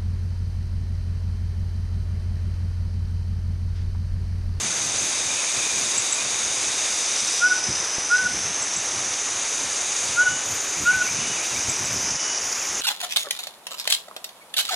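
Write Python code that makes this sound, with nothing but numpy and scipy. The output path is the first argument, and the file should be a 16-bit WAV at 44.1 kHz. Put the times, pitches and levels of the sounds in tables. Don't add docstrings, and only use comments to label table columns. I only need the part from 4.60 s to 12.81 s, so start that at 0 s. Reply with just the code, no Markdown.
import sys
import numpy as np
from scipy import signal
from scipy.fft import rfft, irfft, next_fast_len
from scipy.io import wavfile

SR = 44100
rng = np.random.default_rng(int(sys.argv[2]) if len(sys.argv) > 2 else 0)


def magnitude_from_level(level_db):
    exponent = np.asarray(level_db, float) / 20
    return 10 ** exponent


def file_out(sig):
    cols = np.atleast_2d(sig).T
    lim = np.clip(cols, -1, 1)
    pcm = np.round(lim * 32767).astype(np.int16)
    wavfile.write(sys.argv[1], SR, pcm)


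N = 362061


def rms_one(x):
    return x / np.sqrt(np.mean(x ** 2) + 1e-20)


def in_time(rows):
    s, *columns = np.transpose(rows)
    return [np.interp(np.arange(N) / SR, s, c) for c in columns]


def drift(rate_hz, size):
    r = np.exp(-80 * np.pi * rate_hz / SR)
    noise = rng.standard_normal(size // 40 + 1002)
    slow = signal.lfilter([1], [1, -2 * r, r * r], noise)[1000:]
    return np.interp(np.arange(size) / 40, np.arange(len(slow)), rms_one(slow))


def coloured(spectrum):
    size = next_fast_len(N)
    hz = np.fft.rfftfreq(size, 1 / SR) + 1e-3
    points_hz, points_db = np.transpose(spectrum)
    gain = magnitude_from_level(np.interp(np.log(hz), np.log(points_hz), points_db, left=-90, right=-90))
    return rms_one(irfft(rfft(rng.standard_normal(size)) * gain, size)[:N])


def add(out, s, sound):
    i = round(s * SR)
    out[i:i + len(sound)] += sound[:N - i]


def note(length_s, pitches_hz, sharp):
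    u = np.arange(round(length_s * SR)) / (length_s * SR)
    hz = np.polyval(np.polyfit([0, .5, 1], pitches_hz, 2), u)
    swell = np.sin(np.pi * u) ** sharp
    return np.sqrt(2) * np.sin(2 * np.pi * np.cumsum(hz) / SR) * swell


def background():
    # start_s, level_db
    chorus_swells = [(0, -35), (1.3, -33), (1.8, -35), (2.77, -32.5), (2.86, -39.5), (4, -41), (5.5, -35.5),
                     (5.62, -41.5), (7.05, -38.5), (7.3, -42.5), (7.7, -47.5), (8.21, -45)]
    # pitch_hz, level_db (per Hz)
    chorus_colour = [(1500, -50), (2000, -4), (2400, 4), (3100, -4.5), (3500, 3), (3650, 8), (4250, -2),
                     (4700, 4.5), (5500, 1.5), (6500, 6), (7500, 3.5), (9000, 1.5), (11000, -11)]
    air_colour = [(22, -30), (60, -18), (170, -20.5), (257, -12), (313, -9), (743, -7), (2110, -7.5),
                  (3000, -10), (4100, -16), (5400, -9), (6100, 1), (7150, -12), (7820, -18), (11000, -15.5)]
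    chorus_db, = in_time(chorus_swells)
    air = magnitude_from_level(-29.5 + 0.6 * drift(14, N)) * coloured(air_colour)
    chorus = magnitude_from_level(chorus_db + 6.5 + 0.75 * drift(33, N)) * coloured(chorus_colour)
    hiss_db = -60.5 + 0.87 * (chorus_db - chorus_db.mean())
    hiss = magnitude_from_level(hiss_db + 2.5 * drift(10, N)) * coloured([(11000, 5.5), (12000, 0), (13100, -6.0)])
    return air + chorus + hiss


def wind():
    # middle_s, length_s, level_db
    gusts = [(.05, 0.19, -41), (0.262, 0.2, -43), (0.426, 0.18, -47), (.65, 0.34, -49), (.97, 0.12, -46),
             (1.207, 0.2, -45.5), (1.37, 0.12, -49), (1.643, 0.07, -51), (1.95, 0.48, -54),
             (3.104, 0.071, -32), (3.2, 0.072, -48), (3.654, 0.077, -45), (3.75, 0.094, -37),
             (3.88, 0.35, -47), (4.18, 0.053, -45), (4.43, 0.28, -49), (5.05, 0.18, -51), (5.5, .15, -48),
             (5.74, 0.1, -41.5), (5.925, 0.12, -44), (6.22, 0.087, -35), (6.34, .1, -43),
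             (6.622, 0.34, -41.5), (6.97, 0.094, -40), (7.088, 0.095, -39), (7.223, .14, -41.5),
             (7.385, 0.2, -37.5), (7.534, .08, -44), (8.13, 0.13, -53), (2.63, 0.059, -47)]
    # pitch_hz, level_db (per Hz)
    wind_colour = [(13, -51), (22, -24), (87, 0), (125, 1.5), (161, -3.5), (195, -1), (318, -6.5),
                   (400, -7), (520, -56), (880, -120)]
    t = np.arange(N) / SR
    force = magnitude_from_level(-58 + 2.3 * drift(2.5, N))
    for s, length_s, level_db in gusts:
        force = force + magnitude_from_level(level_db) * np.exp(-(2.54 * (t - s) / length_s) ** 2)
    return force * magnitude_from_level(2.0 * drift(27, N)) * coloured(wind_colour)


def snaps():
    # start_s, peak_db
    twig_snaps = [
        (3.1557, -18),
        (3.5818, -23),
        (4.359, -23),
        (4.5396, -19),
        (6.8464, -21),
    ]
    # start_s, peak_db, length_s
    knock_pushes = [
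        (.343, -19, .00015),
        (3.382, -19, .0004),
        (7.085, -22, .0004),
    ]
    twigs, knocks, t = np.zeros(N), np.zeros(N), np.arange(400) / SR
    for s, peak_db in twig_snaps:
        add(twigs, s, magnitude_from_level(peak_db + 2.5) * rng.standard_normal(len(t)) * np.exp(-t / 0.0029))
    for s, peak_db, length_s in knock_pushes:
        add(knocks, s, magnitude_from_level(peak_db) * np.exp(-((t - .002) / length_s) ** 2))
    bright = signal.butter(6, [2000, 6000], "band", fs=SR, output="sos")
    return knocks + signal.sosfilt(bright, twigs + 1e-18)


def katydid():
    # start_s, length_s, level_db
    bursts = [
        (5.2, 0.43, -68),
        (5.8, 0.8, -57.5),
        (6.78, 0.78, -58),
        (7.78, .6, -56.5),
    ]
    # pitch_hz, width_hz, level_db
    resonances = [(12350, 450, 0), (13780, 330, -4)]
    glides_hz = [500, 0]
    gate, progress = np.zeros(N), np.zeros(N)
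    for s, length_s, level_db in bursts:
        size = round(length_s * SR)
        add(gate, s, magnitude_from_level(level_db) * signal.windows.tukey(size, .2))
        add(progress, s, np.linspace(-.5, .5, size))
    wings = magnitude_from_level(-2) * coloured([(11000, 2), (13300, -5), (14300, -12)])
    for (hz, width_hz, level_db), glide_hz in zip(resonances, glides_hz):
        band = coloured([(hz - width_hz, -14), (hz, 0), (hz + width_hz, -14)])
        wing = signal.hilbert(band, next_fast_len(N))[:N]
        climb = np.exp(2j * np.pi * np.cumsum(glide_hz * progress) / SR)
        wings = wings + magnitude_from_level(level_db) * np.real(wing * climb)
    return gate * magnitude_from_level(2.5 * drift(60, N) + 2.5 * drift(12, N)) * wings


def cicada(rows, width_hz, rough, blur_hz, fade_db, cancel_hz=4000, even_db=0, low_db=-40):
    first, last = round(rows[0][0] * SR), min(round(rows[-1][0] * SR), N)
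    rate_hz, body_hz, level_db = [c[first:last] for c in in_time(rows)]
    size, clean = last - first, 0
    turn = 2 * np.pi * np.cumsum(rate_hz) / SR
    for k in range(int(4600 / rate_hz[0]), int(7600 / rate_hz[0])):
        away = (k * rate_hz - body_hz) / width_hz
        lower = (k * rate_hz - .855 * body_hz) / (.7 * width_hz)
        gain = np.exp(-np.abs(away) ** 3) + magnitude_from_level(low_db) * np.exp(-lower ** 2)
        gain = gain * (1 - .92 * np.exp(-((k * rate_hz - cancel_hz) / 75) ** 2))
        gain = gain * magnitude_from_level(even_db * (k % 2 == 0) + fade_db * drift(2.2, size))
        clean = clean + gain * np.sin(k * turn + .5 * drift(7.9, size) + rng.uniform(0, 2 * np.pi))
    clean = signal.hilbert(rms_one(clean), next_fast_len(size))[:size]
    uneven = (drift(blur_hz, size) + 1j * drift(blur_hz, size)) / np.sqrt(2)
    share = np.clip(rough, 0, 1)
    out = np.zeros(N)
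    out[first:last] = magnitude_from_level(level_db) * np.real(clean * (np.sqrt(1 - share) + np.sqrt(share) * uneven))
    return out


def cicadas():
    # start_s, click_rate_hz, body_resonance_hz, level_db
    song_a = [(3.7, 234.82, 5760, -38), (4.1, 236.29, 6330, -32.5), (4.5, 237.39, 6500, -29.5),
              (5.5, 242.5, 6600, -31.5), (6, 243.68, 6640, -29.5), (6.5, 244.79, 6450, -33),
              (7, 245.39, 6530, -31), (7.6, 246.0, 6680, -33.5), (8.2, 246.51, 6700, -30.5)]
    song_b = [(0, 132.84, 6500, -38), (.5, 132.95, 6500, -34), (1, 133.15, 6500, -31.5),
              (1.5, 133.27, 6500, -30.5), (2, 133.42, 6450, -30.5), (2.5, 133.6, 6450, -33),
              (2.85, 133.7, 6500, -42)]
    song_c = [(0, 247.3, 6300, -34), (.3, 247.6, 6260, -32), (.6, 249.4, 6300, -33),
              (1.0, 250.6, 6300, -35), (1.4, 251.2, 6300, -45)]
    song_d = [(1.9, 278, 6350, -45), (2.2, 273, 6100, -37), (2.5, 274, 6000, -31),
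              (2.9, 270.3, 5960, -28.5), (3.6, 270, 6030, -30.5), (3.9, 250.7, 6250, -33),
              (4.2, 236.6, 6600, -31), (4.6, 238.5, 6900, -31), (5, 242, 6900, -34)]
    song_e = [(6.3, 261.7, 5900, -45), (6.5, 257, 6100, -30.5), (6.8, 259.74, 5950, -38),
              (7.05, 275.3, 5950, -32), (7.3, 282.3, 5970, -30), (7.7, 278.4, 5780, -30),
              (8.2, 280, 5640, -36.5)]
    insects = cicada(song_a, width_hz=560, rough=0.21, blur_hz=92, fade_db=1.0, cancel_hz=6655)
    insects += cicada(song_b, width_hz=450, rough=0.1, blur_hz=60, fade_db=0.5, cancel_hz=6400, even_db=4.0)
    insects += cicada(song_c, width_hz=280, rough=0.28, blur_hz=60, fade_db=0.0)
    insects += cicada(song_d, width_hz=260, rough=0.97, blur_hz=122, fade_db=0.5, low_db=-4.5)
    insects += cicada(song_e, width_hz=450, rough=0.89, blur_hz=113, fade_db=0.0, low_db=-5.0)
    return insects


def small_birds():
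    # start_s, length_s, level_db
    whistles = [
        (5.601, 0.193, -39),
        (6.594, 0.163, -39),
        (7.569, .185, -39.5),
    ]
    # turn_between_s, arch_top_hz, arch_db, flick_db
    phrases = [(6.15, 2800, -44, -36.5), (6.316, 2950, -35, -33), (6.47, 2800, -35, -32.5),
               (6.632, 2820, -36, -37), (6.787, 2740, -36.5, -37), (6.948, 2780, -40, -34),
               (7.108, 2600, -44, -38), (7.283, 2600, -46, -39), (8.03, 2770, -39, -43)]
    # start_s, length_s, start_hz, end_hz, level_db
    loose_notes = [(0.687, 0.028, 2310, 2500, -34), (0.771, 0.038, 2670, 2450, -34),
                   (0.857, 0.027, 2170, 2350, -40), (0.986, 0.028, 2670, 2320, -31),
                   (1.088, 0.028, 2485, 2340, -33), (1.15, .04, 2650, 2300, -38),
                   (1.58, .045, 2400, 2500, -34), (1.65, .02, 2550, 2700, -39),
                   (6.83, .04, 2960, 2420, -39)]
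    out = np.zeros(N)
    for s, length_s, level_db in whistles:
        add(out, s, magnitude_from_level(level_db) * note(length_s, [2975, 2945, 2925], sharp=.3))
    arch_s, flick_s, turn_hz, flick_top_hz = .062, .036, 2140, 2520
    flick = [turn_hz, (turn_hz + flick_top_hz) / 2, flick_top_hz]
    for s, top_hz, arch_db, flick_db in phrases:
        up = [turn_hz + 90, top_hz - 200, top_hz]
        add(out, s - arch_s, magnitude_from_level(arch_db - 1.5) * note(arch_s / 2, up, sharp=.3))
        add(out, s - arch_s / 2, magnitude_from_level(arch_db) * note(arch_s / 2, up[::-1], sharp=0.25))
        add(out, s, magnitude_from_level(flick_db) * note(flick_s, flick, sharp=0.29))
    for s, length_s, start_hz, end_hz, level_db in loose_notes:
        glide = [start_hz, (start_hz + end_hz) / 2, end_hz]
        add(out, s, magnitude_from_level(level_db) * note(length_s, glide, sharp=0.3))
    return out


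def chirps():
    # start_s, peak_db, pitch_hz
    calls = [
        (1.379, -13, 7670),
        (1.5244, -14, 7700),
        (4.0223, -19, 7700),
        (4.165, -19, 7660),
        (7.0953, -18, 7700),
        (7.2509, -25, 7700),
    ]
    out = np.zeros(N)
    for s, peak_db, hz in calls:
        sound = magnitude_from_level(peak_db - 4.5) * note(0.014, [hz - 550, hz + 70, hz - 300], sharp=0.91)
        add(out, s - .003, sound)
        add(out, s + 0.014, magnitude_from_level(-7.0) * sound)
    return out


def owl():
    # start_s, length_s, top_pitch_hz, level_db
    hoots = [
        (2.8, .1805, 1493, -12.6),
        (3.4875, .236, 1513, -13),
        (5.5548, .1794, 1492, -12.6),
        (6.2404, .236, 1513, -12.4),
    ]
    start_hz, end_hz = 1354, 1416
    top_share, rise_bend, fall_bend = .4955, 1.91, 1.01
    attack_s, release_s, tail_s, sag_db_per_s = .01925, .0028, .0514, 40
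    strain_hz, strain_db_per_hz, strain_lag_s = 1481, .27, .011
    out = np.zeros(N)
    for s, length_s, top_hz, level_db in hoots:
        t = np.arange(round(length_s * SR)) / SR
        top_s = top_share * length_s
        rise = (top_hz - start_hz) * np.maximum(1 - t / top_s, 0) ** rise_bend
        fall = (top_hz - end_hz) * np.maximum((t - top_s) / (length_s - top_s), 0) ** fall_bend
        pitch = top_hz - rise - fall
        turn = 2 * np.pi * np.cumsum(pitch) / SR
        strain_db = strain_db_per_hz * np.maximum(np.interp(t - strain_lag_s, t, pitch) - strain_hz, 0)
        opening = np.tanh((t / attack_s) ** 2 / 4)
        closing = .5 - .5 * np.tanh((t - length_s + tail_s) / release_s)
        tail = magnitude_from_level(-14) * (1 - t / length_s) ** .5
        swell = opening * (closing + tail) * magnitude_from_level(level_db - sag_db_per_s * t - strain_db)
        add(out, s, np.sqrt(2) * swell * (np.cos(turn) + magnitude_from_level(-42) * np.sin(2 * turn)))
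    return out


def hollow(x):
    # width_hz, gain (its sign tells whether it opposes or adds)
    resonances = [
        (11.3, -1.96),
        (5.4, 1.5),
    ]
    pitch_hz = 1491
    out = x
    for width_hz, gain in resonances:
        r = np.exp(-np.pi * width_hz / SR)
        poles = [1, -2 * r * np.cos(2 * np.pi * pitch_hz / SR), r * r]
        out = out + gain * signal.lfilter(np.array([1, 0, -1]) * (1 - r * r) / 2, poles, x + 1e-18)
    return out


def trees(x):
    t60_s = .62
    t = np.arange(round(t60_s * SR)) / SR
    echoes = rng.standard_normal(len(t)) * magnitude_from_level(-60 * t / t60_s) * np.minimum(t / .05, 1)
    return signal.fftconvolve(x, echoes / np.sqrt(np.sum(echoes ** 2)))[:N]


def scene():
    hoots, near, far = owl(), chirps(), small_birds()
    echoes = magnitude_from_level(-16.5) * trees(magnitude_from_level(-7) * hoots + near + magnitude_from_level(12) * far)
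    birds = hollow(hoots) + near + far + echoes
    mono = birds + cicadas() + katydid() + snaps() + background() + wind()
    return np.array([mono, mono])


def band_limit(x):
    return signal.sosfilt(signal.butter(12, 14350, fs=SR, output="sos"), x)


def record(dry):
    return band_limit(dry)


dry = scene()
out = record(dry)
file_out(out)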